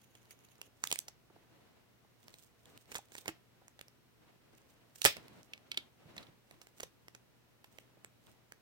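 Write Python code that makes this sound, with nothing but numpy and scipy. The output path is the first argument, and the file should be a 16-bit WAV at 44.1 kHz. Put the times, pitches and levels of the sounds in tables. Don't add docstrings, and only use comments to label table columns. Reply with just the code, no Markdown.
import sys
import numpy as np
from scipy import signal
from scipy.io import wavfile

SR = 44100
rng = np.random.default_rng(int(sys.argv[2]) if len(sys.argv) > 2 else 0)


def log_audio(samples):
    frames = np.atleast_2d(samples).T
    limited = np.clip(frames, -1, 1)
    pcm = np.round(limited * 32767).astype(np.int16)
    wavfile.write(sys.argv[1], SR, pcm)


N = 379701
TIME = np.arange(N) / SR
LEAD_S = .008


def from_db(db):
    return 10 ** (np.asarray(db) / 20)


def unit_energy(x):
    return x / np.sqrt(np.mean(np.sum(x ** 2, axis=-1)) + 1e-30)


def unit_power(x):
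    return x / np.sqrt(np.mean(x ** 2) + 1e-30)


def at_hz(points, hz):
    table = np.array(points)
    return np.interp(np.log(hz), np.log(table[:, 0]), table[:, 1])


def band(x, low_hz, high_hz, order=1):
    edges = [low_hz, min(high_hz, .45 * SR)]
    return signal.sosfilt(signal.butter(order, edges, "band", fs=SR, output="sos"), x)


def resonance(x, hz, width_hz):
    r = np.exp(-np.pi * width_hz / SR)
    return signal.lfilter([1, 0, -1], [1, -2 * r * np.cos(2 * np.pi * hz / SR), r * r], x)


def ring(clicks, hz, fade_s):
    r, w = from_db(-60 / (fade_s * SR)), 2 * np.pi * hz / SR
    return signal.lfilter([0, np.sin(w)], [1, -2 * r * np.cos(w), r * r], clicks + 1e-18)


def drift(per_s):
    targets = rng.standard_normal(4000)
    return unit_power(np.interp(TIME * per_s, np.arange(len(targets)), targets))


def half_octaves():
    edges = np.geomspace(22, 17500, 20)
    return zip(edges, np.sqrt(edges[1:] * edges[:-1]), edges[1:])


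def add(out, s, sound):
    start = int(round(s * SR))
    out[:, start:start + sound.shape[-1]] += sound[:, :N - start]


def gestures(rows, swell_s, fade_s):
    power = 1e-12
    for start, length, db in rows:
        outside = np.maximum(start - TIME, 0) / swell_s + np.maximum(TIME - start - length, 0) / fade_s
        power = power + (from_db(db) * np.exp(-np.minimum(outside, 20))) ** 2
    return np.sqrt(power)


# (frequency [Hz], likeness [-1 opposite to 1 same])
LIKENESS = [(60, -0.61), (130, 0.22), (300, 0.11), (640, 0.18), (1400, 0.28), (3000, -0.23), (15000, 0.35)]
def surrounding_noise(colour, size, fades=None):
    white, out = rng.standard_normal((2, 2, size)), 0
    for k, (low, hz, high) in enumerate(half_octaves()):
        mid, side = band(white[k % 2], low, high, order=2)
        alike = at_hz(LIKENESS, hz)
        stereo = np.sqrt(1 + alike) * mid + np.sqrt(1 - alike) * side * [[1], [-1]]
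        fade = 1 if fades is None else from_db(-60 * TIME[:size] / at_hz(fades, hz))
        out = out + from_db(at_hz(colour, hz)) * fade * stereo
    return out


# (frequency [Hz], relative level [dB])
AIR_COLOUR = [(25, -9), (50, 0), (100, -0.5), (200, -1.5), (400, -5.5), (1000, -12), (2500, -15),
              (5000, -20.5), (10000, -27), (14000, -25)]
def air_and_hum(air_db=-68.5, hum_hz=119.7, hum_db=-78):
    hum = np.sqrt(2) * np.sin(2 * np.pi * np.cumsum(hum_hz + 1.5 * drift(5.3)) / SR)
    air = unit_power(surrounding_noise(AIR_COLOUR, N))
    return from_db(air_db) * air + from_db(hum_db + 1.1 * drift(6.2)) * hum


# (start [s], length [s], level [dB])
PULLS = [(0.02, 0.63, -72), (0.84, 0.13, -56.5), (2.22, 0.25, -71.5), (2.62, 0.48, -74), (2.9, 0.032, -58),
         (3.14, 0.13, -59), (4.56, 0.03, -68.5), (4.7, 0.026, -74), (4.96, .05, -64.5), (5.02, 0.097, -51),
         (5.33, 0.11, -75), (6.5, .16, -73.5), (6.78, .06, -67), (7.7, .11, -74.5), (8.265, 0.016, -66.5)]
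def pulling():
    return gestures(PULLS, swell_s=.025, fade_s=.035)


# (pitch [Hz], width [Hz], relative level [dB])
ROLL_RINGS = [(2920, 1200, -1), (6530, 660, -1), (9700, 1100, -3), (13200, 1500, -3)]
# (frequency [Hz], relative level [dB])
PEEL_COLOUR = [(300, -18.5), (1200, -9.5), (3400, 0), (5000, -1), (8500, -2.5), (11000, -6), (15000, 3.5)]
def peeling(pull, threads_per_s=1500, spread_db=4.5, stutter_db=6.0, picking_ends_s=.7):
    breaks = rng.random((2, N)) < threads_per_s / SR
    strength = from_db(spread_db * np.minimum(rng.exponential(1, (2, N)), 4))
    ticks = breaks * strength * rng.choice([-1, 1], (2, N))
    ticks = ticks + ticks[::-1] * rng.standard_normal((2, N)) + 1e-18
    on_film = sum((-1) ** k * from_db(at_hz(PEEL_COLOUR, hz)) * band(ticks, low, high, order=2)
                  for k, (low, hz, high) in enumerate(half_octaves()) if hz > PEEL_COLOUR[0][0])
    on_film = unit_power(on_film) + from_db(-4.5) * unit_power(resonance(ticks, 8500, 1400))
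    on_roll = sum(from_db(db) * unit_power(resonance(ticks, hz, width)) for hz, width, db in ROLL_RINGS)
    fizz = np.where(TIME < picking_ends_s, unit_power(on_roll), unit_power(on_film))
    stutter = unit_power(from_db(stutter_db * drift(71)))
    return pull * stutter * fizz


def snap(fall_ms, ring_hz, flap_db, body_db, ring_db, crack_db, ring_width=.22, apart=1.0):
    size = 1500
    shared, left, right, roughness = rng.standard_normal((4, size))
    ms = (TIME[:size] - LEAD_S) * 1000
    gathering = np.exp(-abs(ms) / .26) + from_db(-28) * np.exp(-abs(ms) / 4)
    dying = np.exp(-abs(ms) / fall_ms)
    slips = np.where(ms < 0, gathering, dying) * from_db(-1.5 * roughness)
    stereo = (shared + apart * np.array([left, right])) * slips
    shake = unit_energy(shared * slips) + .51 * signal.unit_impulse(size, int(LEAD_S * SR))
    flap = unit_energy(resonance(shake, 450, 440)) + from_db(-10) * unit_energy(band(shake, 50, 260))
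    body = unit_energy(band(resonance(shake, 2200, 660), 350, 9100))
    crease = unit_energy(resonance(stereo, ring_hz, ring_hz * ring_width))
    crack = unit_energy(band(stereo, 4000, 12000))
    return (from_db(flap_db) * flap - from_db(body_db) * body
            + from_db(ring_db) * crease + from_db(crack_db) * crack)


def film_snap(fall_ms, ring_hz, db, weight_db):
    crease_db = -3 + .7 * np.log2(ring_hz / 5000)
    return snap(fall_ms, ring_hz, flap_db=db + weight_db - 6, body_db=db + weight_db - .5,
                ring_db=db + crease_db, crack_db=db - 4)


def crinkles(pull, per_s=9, above_pull_db=23.5, spread_db=2.0, pitch_range_hz=(2500, 8000)):
    out, draws = np.zeros((2, N)), rng.random(size=(200, 3))
    for when, pitch, softness in draws[:int(per_s * N / SR)]:
        s = LEAD_S + when * (N / SR - 2 * LEAD_S)
        db = 20 * np.log10(pull[int(s * SR)]) + above_pull_db - spread_db * (2 * softness - 1)
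        hz = np.interp(pitch, [0, 1], pitch_range_hz)
        add(out, s - LEAD_S, film_snap(fall_ms=1.2, ring_hz=hz, db=db, weight_db=-2))
    return out


# (start [s], length [s], level [dB])
HAND_MOVES = [(0.15, 0.5, -71.5), (0.82, 0.27, -69.5), (1.33, 0.45, -69), (2.25, 0.044, -67.5),
              (2.66, 0.084, -67), (2.89, 0.055, -63.5), (3.12, 0.077, -66), (3.27, 0.01, -56.5),
              (3.52, .15, -74.5), (4.22, 0.077, -65), (4.42, 0.57, -72), (5.17, .22, -59),
              (5.48, 0.38, -68), (6.0, 0.148, -61.5), (6.16, .07, -58), (6.27, .05, -69),
              (6.51, 0.045, -62.5), (6.79, .06, -67), (7.72, 0.3, -69.5), (8.265, .035, -66)]
# (frequency [Hz], relative level [dB])
RUB_COLOUR = [(40, -9.5), (110, 1.5), (350, 0), (700, -4.5), (1500, -11), (3000, -12.5), (6000, -24.5),
              (15000, -32.5)]
def rubbing(uneven_db=2.5):
    movement = gestures(HAND_MOVES, swell_s=.018, fade_s=.06)
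    flicker = from_db(uneven_db * drift(39))
    return movement * unit_power(flicker * surrounding_noise(RUB_COLOUR, N))


# (time [s], fall time [ms], pitch [Hz], level [dB], weight [dB])
TAPE_SNAPS = [(0.152, 3.7, 2920, -34, -9), (0.308, 4.4, 2200, -26.5, -11),
              (0.6153, 1.6, 2840, -20.5, -10.5), (0.8392, 0.8, 6200, -11, -0.5),
              (0.8714, 0.56, 9300, -24.5, -5), (0.8735, 0.57, 3440, -15.5, -22),
              (0.904, 1.1, 4590, -29.5, -3.5), (0.9149, 0.59, 3300, -10, -6), (0.926, 1.84, 7400, -8, -4.5),
              (0.9582, .9, 2410, -17, -15), (0.99, 0.39, 8970, -11, -22.5), (1.0821, 3.4, 6000, -24, -3),
              (2.2822, 0.55, 4810, -33.5, -2), (2.3406, 1.8, 3970, -33.5, 0), (2.6565, 1.1, 3420, -36, -14),
              (2.776, .85, 3000, -30.5, -8), (2.9179, 4, 6860, -28, 4), (2.9242, .8, 2640, -31, 1),
              (2.9456, .7, 7970, -25.5, -2), (2.9535, 1.3, 3560, -23, 5), (2.9575, 6.9, 6950, -18, -2),
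              (2.9688, 4.1, 2640, -30, 5), (2.9826, 1.4, 7400, -26, -7), (3.1201, 3.4, 7270, -38.5, 4),
              (3.1523, 2, 8000, -30, 6), (3.1811, 3.6, 3500, -24.5, -4.5), (3.2579, 2.6, 11000, -36, 12.5),
              (3.2801, 1.2, 6900, -16.5, 3.5), (3.2827, 3.4, 3140, -20, -6), (3.2894, 4.1, 2640, -31.5, 14),
              (3.6817, 0.49, 7270, -35.5, -1.5), (3.7917, 2.2, 3820, -34.5, 3),
              (3.8121, 1.4, 3180, -25.5, -2), (3.8824, 0.91, 5100, -37.5, -5),
              (5.018, 1.4, 3900, -9.5, -17), (5.0445, 0.64, 6000, -5, -16.5), (5.0511, 1.07, 8350, 4, 1),
              (5.0525, 1.5, 11000, -9, 5), (5.0581, 2.7, 3200, 3, -1.5), (5.0622, 8.6, 4960, -3, -4),
              (5.1677, 1.6, 4900, -29.5, 7), (5.282, 1.3, 4390, -36.5, -2), (5.431, 1, 5500, -39.5, -12),
              (6.1654, 2.8, 6630, -35.5, 6), (6.5109, 1.2, 10900, -40, 7.5), (6.6155, 3.8, 6000, -34, 0.5),
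              (6.6703, 1.24, 7000, -39.5, 3), (6.8007, 2.5, 6120, -32.5, 8.5), (6.805, .95, 6900, -23, -3),
              (6.832, 2.3, 6020, -21.5, -4.5), (6.8359, 2.6, 3440, -26, -0.5),
              (7.0829, 1.3, 5280, -35.5, 6.5), (7.149, 2.9, 6230, -34.5, 5.5),
              (7.6429, 3.3, 3170, -34.5, 1), (7.7856, 1.1, 3140, -32, 5), (8.0469, .63, 7610, -31, 3.5),
              (8.5217, 1.1, 1543, -29, 0)]
def tape_snaps():
    out = np.zeros((2, N))
    for s, fall_ms, hz, db, weight_db in TAPE_SNAPS:
        add(out, s - LEAD_S, film_snap(fall_ms, hz, db, weight_db))
    return out


# (time [s], pitch [Hz], level [dB])
HAND_BUMPS = [(0.589, 600, -39.5), (0.674, 450, -42), (1.3, 447, -36), (1.361, 550, -34.5),
              (2.047, 600, -43), (3.617, 636, -38.5), (5.774, 270, -27), (6.055, 140, -30),
              (6.138, 140, -42), (6.165, 140, -31.5), (6.285, 140, -35), (7.97, 420, -39)]
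def hand_bumps(fall_s=.0061):
    out, fall = np.zeros((2, N)), np.exp(-TIME[:SR // 10] / fall_s)
    for s, hz, db in HAND_BUMPS:
        burst = rng.standard_normal((1, len(fall))) * fall
        thud = band(burst, hz / 1.6, hz * 1.6, order=2)
        add(out, s, from_db(db) * unit_energy(thud))
    return out


# (time [s], pitch [Hz], level [dB], time to fade by 60 dB [s])
STRIP_TWANGS = [(2.9894, 810, -41, 0.022), (3.289, 327, -42, 0.094), (5.053, 560, -28.5, .05),
                (6.833, 496, -37.5, 0.018)]
def strip_twangs():
    out, pluck = np.zeros((2, N)), signal.unit_impulse((1, SR // 2), (0, 0))
    for s, hz, db, fade_s in STRIP_TWANGS:
        add(out, s, from_db(db) * ring(pluck, hz, fade_s))
    return out


# (time [s], fall time [ms], pitch [Hz], level [dB], weight of the knock [dB])
CLACKS = [(5.535, 1.9, 3040, -20, -7), (5.578, 1.1, 5860, -45, 8), (5.7163, 2.3, 3330, -13, -17),
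          (5.744, 3.2, 3600, -30, 0), (5.7739, 2.8, 3720, -7.5, -7), (6.1793, 4.6, 4000, -22, 0),
          (6.2274, 6.7, 4040, -33.5, -6), (6.2674, 4.6, 3500, -40.5, -8)]
# (pitch [Hz], relative level [dB], time to fade by 60 dB [s])
SHELL_NOTES = [(1380, 0, 0.07), (2240, 14.5, 0.064), (3880, -5, .085), (4120, 2, 0.076), (4670, -7, 0.092),
               (4900, -1, 0.1)]
def dispenser():
    out, blows = np.zeros((2, N)), np.zeros(N)
    for s, fall_ms, hz, db, weight_db in CLACKS:
        clack = snap(fall_ms, hz, flap_db=db + weight_db - 18.5, body_db=db + weight_db,
                     ring_db=db, crack_db=db - 23, ring_width=.19, apart=.45)
        add(out, s - LEAD_S, clack)
        blows[int(s * SR)] = from_db(db)
    shell = sum(from_db(db) * ring(blows, hz, fade_s) for hz, db, fade_s in SHELL_NOTES)
    return out + from_db(-29) * shell / len(SHELL_NOTES)


# (frequency [Hz], relative level [dB])
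ECHO_COLOUR = [(60, -3), (250, -3), (600, -6.5), (1400, -4.5), (3400, -1), (6000, 0.5), (9000, -0.5),
               (15000, -7)]
# (frequency [Hz], time to fade by 60 dB [s])
ECHO_FADES = [(100, 0.18), (500, 0.21), (1500, 0.19), (4000, .22), (9000, 0.096), (15000, .19)]
def room_echo(x, tail_db=-17.5, ceiling_s=.012, ceiling_db=-21.5, early_db=-9.5):
    size = SR // 2
    build_up_db = np.interp(TIME[:size], [0, .003, ceiling_s - .002, ceiling_s + .001],
                            [-60, early_db, early_db, 0])
    tail = unit_energy(surrounding_noise(ECHO_COLOUR, size, ECHO_FADES) * from_db(build_up_db))
    bounce = band(rng.standard_normal((2, size)) * np.exp(-TIME[:size] / .0012), 300, 9000)
    ceiling = np.roll(unit_energy(bounce), int(ceiling_s * SR), axis=-1)
    response = from_db(tail_db) * tail + from_db(ceiling_db) * ceiling
    return signal.fftconvolve(x[1:], response, axes=-1)[:, :N]


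def microphones(x, right_db=2.87, bass_loss=.3, dip_hz=10500, dip_depth=.99, lag_s=.00021):
    bass = band(x[0], 40, 1200)
    treble = band(x[0], dip_hz / np.sqrt(2), dip_hz * np.sqrt(2))
    left = x[0] - bass_loss * bass - dip_depth * treble
    late_left = np.pad(left, (int(round(lag_s * SR)), 0))[:N]
    return np.array([late_left, from_db(right_db) * x[1]])


def scene(tear_s=5.05, tear_echo_db=5.5, clack_echo_db=-4.0):
    pull = pulling()
    around = air_and_hum() + rubbing()
    thuds = hand_bumps()
    tape = peeling(pull) + tape_snaps() + strip_twangs()
    clacks = dispenser()
    tear_boost = from_db(tear_echo_db * (abs(TIME - tear_s) < .03))
    echoes = room_echo(tape * tear_boost + from_db(clack_echo_db) * clacks)
    return microphones(tape + clacks + thuds + crinkles(pull)) + echoes + around


def record(dry):
    peak_limit, cutoff_hz = .9, 16200
    rounded = peak_limit * np.tanh(dry / peak_limit)
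    return signal.sosfilt(signal.ellip(10, .1, 80, cutoff_hz, fs=SR, output="sos"), rounded)


dry = scene()
out = record(dry)
log_audio(out)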